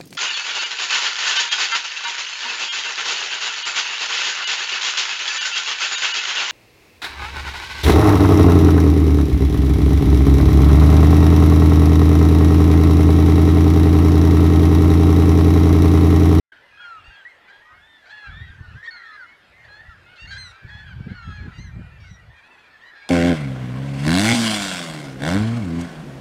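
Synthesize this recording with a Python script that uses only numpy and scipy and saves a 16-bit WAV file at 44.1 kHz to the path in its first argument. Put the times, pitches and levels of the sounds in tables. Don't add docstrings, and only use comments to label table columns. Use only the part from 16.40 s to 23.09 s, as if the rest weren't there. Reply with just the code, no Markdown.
import sys
import numpy as np
from scipy import signal
from scipy.fft import rfft, irfft
from scipy.io import wavfile
from scipy.ndimage import uniform_filter1d

SR = 44100
rng = np.random.default_rng(int(sys.argv[2]) if len(sys.argv) > 2 else 0)


def transcribe(signal):
    frames = np.atleast_2d(signal).T
    limited = np.clip(frames, -1, 1)
    pcm = np.round(limited * 32767).astype(np.int16)
    wavfile.write(sys.argv[1], SR, pcm)


N = 295029
TIME = np.arange(N) / SR
TOP_HZ = 15250


def gain_of(db):
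    return 10 ** (np.asarray(db) / 20)


def unit_rms(x):
    return x / np.sqrt(np.mean(abs(x) ** 2) + 1e-20)


def curve_at(points, hz):
    freq_hz, value = np.transpose(points)
    return np.interp(np.log(hz + 1), np.log(freq_hz + 1), value)


def add(mix, start_s, sound):
    part = mix[max(round(start_s * SR), 0):][:len(sound)]
    part += sound[:len(part)]


def wander(size, hz):
    steps = np.arange(size) * 2 * hz / SR
    knots = np.random.default_rng(rng.integers(2 ** 31)).standard_normal(int(steps[-1]) + 2)
    return np.sqrt(3 / 2) * np.interp(steps, np.arange(len(knots)), knots)


def patchy_noise(colour, patchy_db):
    hz = np.fft.rfftfreq(1024, 1 / SR)
    real, imag, patches = rng.standard_normal((3, N // 256 + 5, len(hz)))
    patches = uniform_filter1d(patches, size=16, axis=0)
    patches = unit_rms(uniform_filter1d(patches, size=6, axis=1))
    frames = (real + 1j * imag) * gain_of(curve_at(colour, hz) + patchy_db * patches)
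    return unit_rms(signal.istft(frames.T, nperseg=1024, noverlap=768)[1][:N])


# freq_hz, density_db
AIR_SPECTRUM = [(25, -10), (70, -8.5), (450, -3.5), (1000, 0), (3000, -31.5), (6000, -21), (10000, -27.5),
                (15000, -34)]


def air_and_water(level_db=-61):
    return gain_of(level_db) * patchy_noise(AIR_SPECTRUM, patchy_db=3.5)


# start_s, length_s, level_db
GUST_CUES = [(0.557, 0.15, -63), (1.326, 0.047, -57), (1.876, 0.49, -46.5), (3.104, 0.61, -60),
             (3.454, 0.034, -53), (3.839, 0.12, -41.5), (3.967, 0.14, -52), (4.253, 1.488, -44),
             (4.553, 0.19, -41), (4.878, 0.037, -38), (5.002, 0.046, -37), (5.197, 0.2, -42.5),
             (5.787, 0.11, -49.5)]


def gust_envelope(calm_db=-75.5, rise_db_per_s=646, fall_db_per_s=254):
    power = gain_of(calm_db) ** 2
    for start_s, length_s, level_db in GUST_CUES:
        before_s = np.maximum(start_s - TIME, 0)
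        after_s = np.maximum(TIME - start_s - length_s, 0)
        down_db = np.minimum(rise_db_per_s * before_s + fall_db_per_s * after_s, 100)
        power = power + gain_of(level_db - down_db) ** 2
    return np.sqrt(power)


# time_s, peak_db
EDDY_HITS = [(0.69, -38.5), (1.895, -31), (2.02, -28.5), (2.105, -31.5), (2.213, -28), (2.286, -32),
             (2.358, -28.5), (3.491, -33.5), (3.844, -32.5), (4.252, -28.5), (4.61, -25.5), (4.672, -22.5),
             (4.719, -22), (4.893, -26.5), (5.03, -28.5), (5.062, -25.5), (5.085, -25), (5.193, -26.5),
             (5.366, -27.5), (5.399, -24)]


def eddies(flap, wake_db=-16, wake_s=0.014):
    out = np.zeros(N)
    for time_s, peak_db in EDDY_HITS:
        half_width_s = 0.0023 / 2 ** ((peak_db + 27) / 9.5)
        near = abs(TIME - time_s) < 0.1
        t = TIME[near] - time_s
        u = t / half_width_s
        push = np.cos(np.pi * u / 2) * np.exp(-(u / 2) ** 2)
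        wake_gain = gain_of(wake_db) * (0.0022 / half_width_s) ** 2
        wake = wake_gain * flap[near] * np.exp(-(t / wake_s) ** 2)
        out[near] += gain_of(peak_db) * (push + wake)
    return out


# freq_hz, density_db
RUMBLE_SPECTRUM = [(20, -37), (35, -11), (55, 3.5), (85, 4), (120, 0.5), (190, -11.5), (300, -37.5),
                   (600, -62), (1500, -77)]


def wind(rumble_db=3, flap_db=-15, lumpy_db=4, leveller_s=0.0373):
    hz = np.fft.rfftfreq(N, 1 / SR)
    rumble = irfft(rfft(rng.standard_normal(N)) * gain_of(curve_at(RUMBLE_SPECTRUM, hz)), N)
    rumble /= np.sqrt(uniform_filter1d(rumble ** 2, int(leveller_s * SR)) + 1e-12)
    gust = gust_envelope()
    flap_spectrum = [(80, -26), (170, 4), (280, -6.5), (450, -16), (900, -42.5), (3000, -73)]
    flap = patchy_noise(flap_spectrum, patchy_db=1.5)
    lumps = gain_of(lumpy_db * (np.tanh(2 * wander(N, hz=11)) - 1 / 4))
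    buffet = gain_of(rumble_db) * rumble + gain_of(flap_db) * flap * gust / gust.max()
    return gust * lumps * buffet + eddies(flap)


# freq_hz, t60_s
SHORE_DECAY = [(300, 0.26), (1600, 0.72), (4000, 0.34), (9000, 0.23)]


def shore_echo(sound, echoes_per_s=1500, predelay_s=0.012):
    taps = rng.standard_normal(SR) * (rng.random(SR) < echoes_per_s / SR)
    taps *= np.arange(SR) > predelay_s * SR
    hz, t, frames = signal.stft(taps, SR, nperseg=256)
    decay_db = -60 * t / curve_at(SHORE_DECAY, hz)[:, None]
    tone_db = curve_at([(1800, -18.5), (4000, -13.5), (8000, -8)], hz)[:, None]
    tail = signal.istft(frames * gain_of(decay_db + tone_db), SR, nperseg=256)[1]
    return unit_rms(signal.fftconvolve(sound, tail)[:N]) * np.std(sound)


# low_hz, high_hz
FORMANT_BANDS = [(1250, 2150), (2750, 3550), (4000, 4450), (5600, 6300)]
# freq_hz, level_db
TOP_ROLLOFF = [(8300, -11), (10000, -22.5), (15000, -33)]


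def throat(formants_db, hz, low_cut_db=-17, valley_db=-7):
    points = [(950, formants_db[0] + low_cut_db)]
    for k, (low_hz, high_hz) in enumerate(FORMANT_BANDS):
        if k:
            valley_hz = (points[-1][0] + low_hz) / 2
            points.append((valley_hz, (formants_db[k - 1] + formants_db[k]) / 2 + valley_db))
        points += [(low_hz, formants_db[k]), (high_hz, formants_db[k])]
    points += [(freq_hz, formants_db[-1] + db) for freq_hz, db in TOP_ROLLOFF]
    return gain_of(np.interp(hz, *np.transpose(points)))


def formant_levels(throat_db, level_db, treble_db):
    return np.array(throat_db) + level_db + treble_db * (np.arange(len(throat_db)) > 0)


def contour(hz, glide_oct, arch_oct):
    return hz * 2 ** np.array([-glide_oct / 2 - arch_oct, 0, glide_oct / 2 - arch_oct])


def cry(length_s, pitches_hz, formants_db, beak_hz, hoarse, croak_s=0.0028, attack_s=0.0086,
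        release_s=0.014, top_hz=TOP_HZ, wobble=0.0031, flutter=0.2, opening_db=7):
    size = int((max(length_s, 0.02) + release_s / 2) * SR)
    progress, t = np.linspace(0, 1, size), np.arange(size) / SR
    croak = np.exp(-(t / croak_s) ** 2)
    hoarse = np.clip(hoarse + croak, 0, 1)
    glide = np.polyfit(np.linspace(0, length_s, len(pitches_hz)), pitches_hz, len(pitches_hz) - 1)
    hz = np.polyval(glide, t) * (1 - 0.053 * croak)
    effort = gain_of(9.5 * np.log2(hz / hz.mean()))
    hz = hz * (1 + wobble * wander(size, hz=23.2))
    jitter = (0.0033 + 0.013 * hoarse) * wander(size, hz=89.8)
    cycle = np.exp(2j * np.pi * np.cumsum(hz * (1 + jitter)) / SR)
    opening = gain_of(opening_db * (1 / 4 - (2 * progress - 1) ** 2))
    voice, wave = np.zeros(size), 1
    for k in range(1, min(int(top_hz / hz.mean()), 12) + 1):
        wave = wave * cycle * np.exp(2j * np.pi * rng.random())
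        smear_hz = 170 * np.sqrt(k)
        rasp = (wander(size, smear_hz) * wave.real + wander(size, smear_hz) * wave.imag) / np.sqrt(2)
        partial = (np.sqrt(1 - hoarse ** 2) * wave.real + hoarse * rasp) * throat(formants_db, k * hz)
        beak_ring = gain_of(12 * np.exp(-(np.log2(k * hz / beak_hz) / 0.15) ** 2))
        is_treble = k * hz.mean() > FORMANT_BANDS[1][0]
        voice += partial * beak_ring * (opening if is_treble else 1)
    level = effort * (1 + flutter * wander(size, hz=26.9))
    fades = np.clip(np.minimum(t / attack_s, (t[-1] - t) / release_s), 0, 1)
    return np.sqrt(2) * voice * level * np.sin(np.pi / 2 * fades) ** 2


def far_gulls(count=96, spread_db=7, arch=0.06955, droop=0.1113):
    out = np.zeros(N)
    for k, draws in enumerate(rng.random((count, 8))):
        when, length, pitch, register, bend, loudness, hoarse, beak = draws
        hz = (1350 + 700 * pitch) / (1 if register < 0.5 else 2)
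        pitches_hz = hz * np.array([1 - arch * 2 * bend, 1, 1, 1 - droop * 2 * (1 - bend)])
        voice = cry(0.06 + 0.11 * length, pitches_hz, formants_db=[5.5, -10, -12.5, -14],
                    beak_hz=1400 * 2 ** (1.246 * beak), hoarse=0.22 * hoarse, top_hz=5270)
        start_s = (k + when) / count * TIME[-1] - 0.1
        add(out, start_s, gain_of(spread_db * (2 * loudness - 1)) * unit_rms(voice))
    return unit_rms(out)


# time_s, level_db
FLOCK_FADER = [(0.1, -52.5), (0.7, -51.5), (1.5, -55), (1.9, -50.5), (2.6, -53), (3.6, -53.5), (4.3, -52),
               (5.0, -50.5), (5.6, -56), (6.3, -53.5), (6.7, -50)]
# freq_hz, density_db
WASH_SPECTRUM = [(300, -14.5), (600, -6), (850, -6.5), (1050, -9), (1350, 2.5), (1800, -0.5), (2700, -5.5),
                 (4200, -12.5), (5500, -20.5), (8000, -76), (14000, -54)]


def flock(voices_db=-2, echo_db=-10, wash_db=-3):
    voices = far_gulls()
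    echo = gain_of(echo_db) * shore_echo(voices)
    wash = gain_of(wash_db) * patchy_noise(WASH_SPECTRUM, patchy_db=3.5)
    fader_db = np.interp(TIME, *np.transpose(FLOCK_FADER))
    return gain_of(fader_db) * (gain_of(voices_db) * voices + echo + wash)


HIGH_FORMANTS = [-0.5, -10, -12.5, -26.5]
# start_s, length_s, pitch_hz, glide_oct, level_db
WHINE_CUES = [(0.563, 0.069, 2810, -.06, -57.5), (0.872, .055, 2130, -0.041, -51),
              (1.248, .11, 1241, 0.052, -53), (1.892, 0.23, 3305, -.01, -61.5),
              (1.894, .07, 1334, -0.4, -53.5), (2.198, 0.15, 1442, -.25, -52),
              (2.338, .095, 1640, .33, -47.5), (2.79, .17, 2138, .19, -54),
              (3.132, .11, 2100, 0.092, -54.5), (3.446, 0.086, 1933, -0.065, -52),
              (3.49, 0.054, 1360, -.22, -49.5), (3.634, 0.12, 2560, -0.046, -60.5),
              (4.613, 0.078, 2313, .1, -58.5), (4.93, 0.092, 2410, -.2, -55.5),
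              (5.072, 0.081, 1410, -.3, -53), (5.235, .08, 1640, -.15, -54),
              (5.314, 0.26, 2420, .05, -60.5), (5.39, 0.16, 1440, -.3, -62),
              (5.567, .15, 2240, -0.25, -56.5), (5.762, .06, 1950, -.04, -54.5),
              (6.328, 0.05, 1766, -.08, -53), (6.614, 0.048, 2276, 0.13, -52.5)]


def whines():
    out = np.zeros(N)
    for start_s, length_s, hz, glide_oct, level_db in WHINE_CUES:
        pitches_hz = contour(hz, glide_oct, arch_oct=0.0248)
        voice = cry(length_s, pitches_hz, HIGH_FORMANTS, beak_hz=hz, hoarse=0.23)
        add(out, start_s, gain_of(level_db) * unit_rms(voice))
    return out


# start_s, length_s, pitches_hz (five, evenly spaced), level_db, treble_db,
# beak_hz, hoarse (0-1)
SQUEAL_CUES = [(1.9, 0.225, [1660, 1760, 1850, 1895, 1660], -44.5, -6, 3700, .25),
               (2.505, 0.11, [2190, 2195, 2135, 2060, 1970], -46.5, 1, 4400, .35),
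               (3.976, 0.145, [2064, 2062, 2030, 1935, 1875], -48, 19, 9000, .05),
               (5.18, 0.115, [1920, 2060, 2100, 2020, 1940], -51.5, 8.5, 6300, .1)]


def squeals(fade_db=-12):
    out = np.zeros(N)
    for start_s, length_s, pitches_hz, level_db, treble_db, beak_hz, hoarse in SQUEAL_CUES:
        formants_db = formant_levels(HIGH_FORMANTS, level_db, treble_db)
        voice = cry(length_s, pitches_hz, formants_db, beak_hz, hoarse, attack_s=0.0044,
                    release_s=0.017, wobble=0.0012, flutter=0.15, opening_db=-3.5)
        add(out, start_s, voice * gain_of(fade_db * np.linspace(0, 1, len(voice)) ** 4))
    return out


def play_cries(cues, throat_db, croak_s, attack_s, release_s):
    out = np.zeros(N)
    for start_s, length_s, hz, glide_oct, arch_oct, level_db, treble_db, beak_hz, hoarse in cues:
        pitches_hz = contour(hz, glide_oct, arch_oct)
        formants_db = formant_levels(throat_db, level_db, treble_db)
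        voice = cry(length_s + attack_s / 2, pitches_hz, formants_db, beak_hz, hoarse,
                    croak_s, attack_s, release_s)
        add(out, start_s - attack_s / 2, voice)
    return out


YELP_FORMANTS = [-4, -10, -16.5, -27.5]
# start_s, length_s, pitch_hz, glide_oct, level_db, beak_hz
YELP_CUES = [(5.938, 0.071, 811, -0.05, -54, 2410), (6.025, 0.058, 844, 0.15, -54.5, 2470),
             (6.102, 0.061, 890, -0.076, -57, 2650), (6.177, 0.075, 846, -0.063, -54, 2420),
             (6.253, 0.037, 825, -0.12, -54, 2430), (6.413, 0.038, 918, 0.21, -52.5, 1950),
             (6.449, 0.061, 1001, 0.013, -50.5, 4270)]


def yelps(arch_oct=0.05, hoarse=0.32):
    cues = [(start_s, length_s, hz, glide_oct, arch_oct, level_db, 0, beak_hz, hoarse)
            for start_s, length_s, hz, glide_oct, level_db, beak_hz in YELP_CUES]
    return play_cries(cues, YELP_FORMANTS, croak_s=0.0079, attack_s=0.01, release_s=0.017)


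CATCH_FORMANTS = [3, -16.5, -5.5, -22.5]
# start_s, length_s, pitch_hz, glide_oct, level_db, treble_db, hoarse (0-1)
CATCH_CUES = [(1.08, 0.037, 774, 0.16, -51.5, -6.5, 0.42), (1.657, 0.071, 785, 0.3, -50.5, -1, 0.6),
              (2.437, 0.04, 1060, 0.26, -51, 0.5, 0.6), (3.237, 0.049, 895, 0.18, -53.5, -6.5, 0.6),
              (3.755, 0.034, 820, 0.25, -61.5, 10.5, 0.9), (3.852, .018, 876, 0.25, -45.5, -7, 0.6),
              (3.876, .03, 752, 0.16, -51, 0, 0.3), (3.963, 0.015, 827, 0.091, -44, -1.5, 0.4),
              (4.272, 0.041, 879, 0.22, -44.5, -8.5, 0.77), (4.689, 0.053, 813, 0.11, -51, -6, 0.5)]


def catches(beak_hz=3360):
    cues = [(start_s, length_s, hz, glide_oct, 0, level_db, treble_db, beak_hz, hoarse)
            for start_s, length_s, hz, glide_oct, level_db, treble_db, hoarse in CATCH_CUES]
    return play_cries(cues, CATCH_FORMANTS, croak_s=0.004, attack_s=0.0089, release_s=0.014)


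MEW_FORMANTS = [0.5, -10.5, -8.5, -24]
# start_s, length_s, pitch_hz, glide_oct, arch_oct, level_db, treble_db, beak_hz,
# hoarse (0-1)
MEW_CUES = [(.64, .13, 935, -0.086, 0.12, -61.5, 6, 2740, 0.17),
            (1.125, 0.1, 816, 0.057, -0.0016, -53.5, -10.5, 3150, 0.34),
            (1.714, .19, 845, -0.14, 0.085, -45.5, -10.5, 3630, 0.1),
            (2.56, 0.152, 819, 0.05, -0.05, -54, -3.5, 3600, 0.4),
            (3.285, 0.13, 836.5, 0.131, -0.0313, -49, -8.5, 3830, 0.03),
            (3.781, 0.082, 914, 0.053, 0.0026, -58, 10.5, 2780, 0.087),
            (3.906, 0.0705, 793, -0.024, -0.05, -53, 12, 1630, 0.4),
            (4.297, 0.1445, 847, 0.04, -0.01, -45.5, -6.5, 3300, 0.073),
            (4.885, 0.184, 841, 0.027, 0.025, -48.5, -11, 3850, 0.078),
            (5.13, 0.073, 940, 0.021, 0.02, -59.5, 8, 3160, 0.11),
            (5.6, 0.11, 930, 0.018, 0.034, -71, 15, 5420, 0.69),
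            (6.55, 0.14, 810, 0.019, -0.032, -53, -5, 4620, 0.055)]


def mews():
    return play_cries(MEW_CUES, MEW_FORMANTS, croak_s=0.0055, attack_s=0.0076, release_s=0.0067)


# start_s, length_s, pitch_hz, glide_oct, arch_oct, level_db, treble_db, beak_hz,
# hoarse (0-1)
WAIL_CUES = [(.1, 0.036, 1618, -0.108, 0.096, -46.5, -13.5, 3200, 0.5),
             (.373, .11, 1656, -0.058, 0.086, -49, -4.5, 3370, 0.03),
             (.4, 0.2, 1382, -0.25, 0.054, -53, -0.5, 1340, 0),
             (.705, 0.13, 1635, 0, 0.1, -50, -10.5, 3370, 0.1),
             (.851, 0.031, 1920, 0.087, 0.0042, -53, -11, 1880, 0.2),
             (1.362, 0.3, 1805, 0.02, 0.25, -57.5, -5.5, 3530, 0),
             (1.84, 0.046, 1340, 0.14, -0.043, -49, -8.5, 2600, 0.23),
             (2.428, 0.044, 1863, 0.032, -0.02, -51.5, 7, 1890, .3),
             (2.474, 0.026, 1826, -0.01, .005, -45.5, 3, 1810, 0.14),
             (2.506, 0.26, 1354, -0.3, 0.001, -49, -17, 3940, 0.35),
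             (2.6, 0.18, 1780, -.26, 0, -47, -10, 4930, 0.57),
             (2.71, 0.061, 2050, -.03, 0.0098, -54.5, -4, 4170, 0.5),
             (2.775, 0.086, 1503, -0.32, 0.015, -44.5, -20, 4600, 0.25),
             (3.35, 0.0745, 1742, 0.174, -0.032, -51, -27, 2600, 0),
             (3.872, 0.065, 2220, -0.0053, 0.05, -53.5, 16.5, 5300, 0.1),
             (3.98, 0.22, 1402, -0.33, -0.053, -54, -4, 6000, 0.53),
             (4.45, 0.091, 1602, -0.239, 0.046, -49.5, -4, 3590, 0.2),
             (4.746, 0.19, 1359, -.23, -0.02, -46.5, -6, 4620, 0.11),
             (4.825, 0.16, 1648, -0.037, 0.047, -59.5, 10, 5900, 0.2),
             (5.675, 0.098, 1943, -0.092, 0.016, -60.5, 11, 5950, 0.23)]


def wails():
    return play_cries(WAIL_CUES, HIGH_FORMANTS, croak_s=0.0046, attack_s=0.006, release_s=0.027)


def scene(wail_db=2.5, mew_db=2, echo_db=-14):
    gulls = gain_of(wail_db) * wails() + gain_of(mew_db) * mews()
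    gulls += catches() + yelps() + squeals() + whines()
    bed = air_and_water()
    echo = gain_of(echo_db) * shore_echo(gulls)
    return (gulls + echo + flock() + bed + wind())[None]


def record(dry, open_s=0.119):
    fade_in = np.clip((TIME - open_s) / 0.002, gain_of(-48), 1)
    low_pass = signal.firwin(511, TOP_HZ, window=("kaiser", 9), fs=SR)
    return signal.oaconvolve(dry * fade_in, low_pass[None], "same")


dry = scene()
out = record(dry)
transcribe(out)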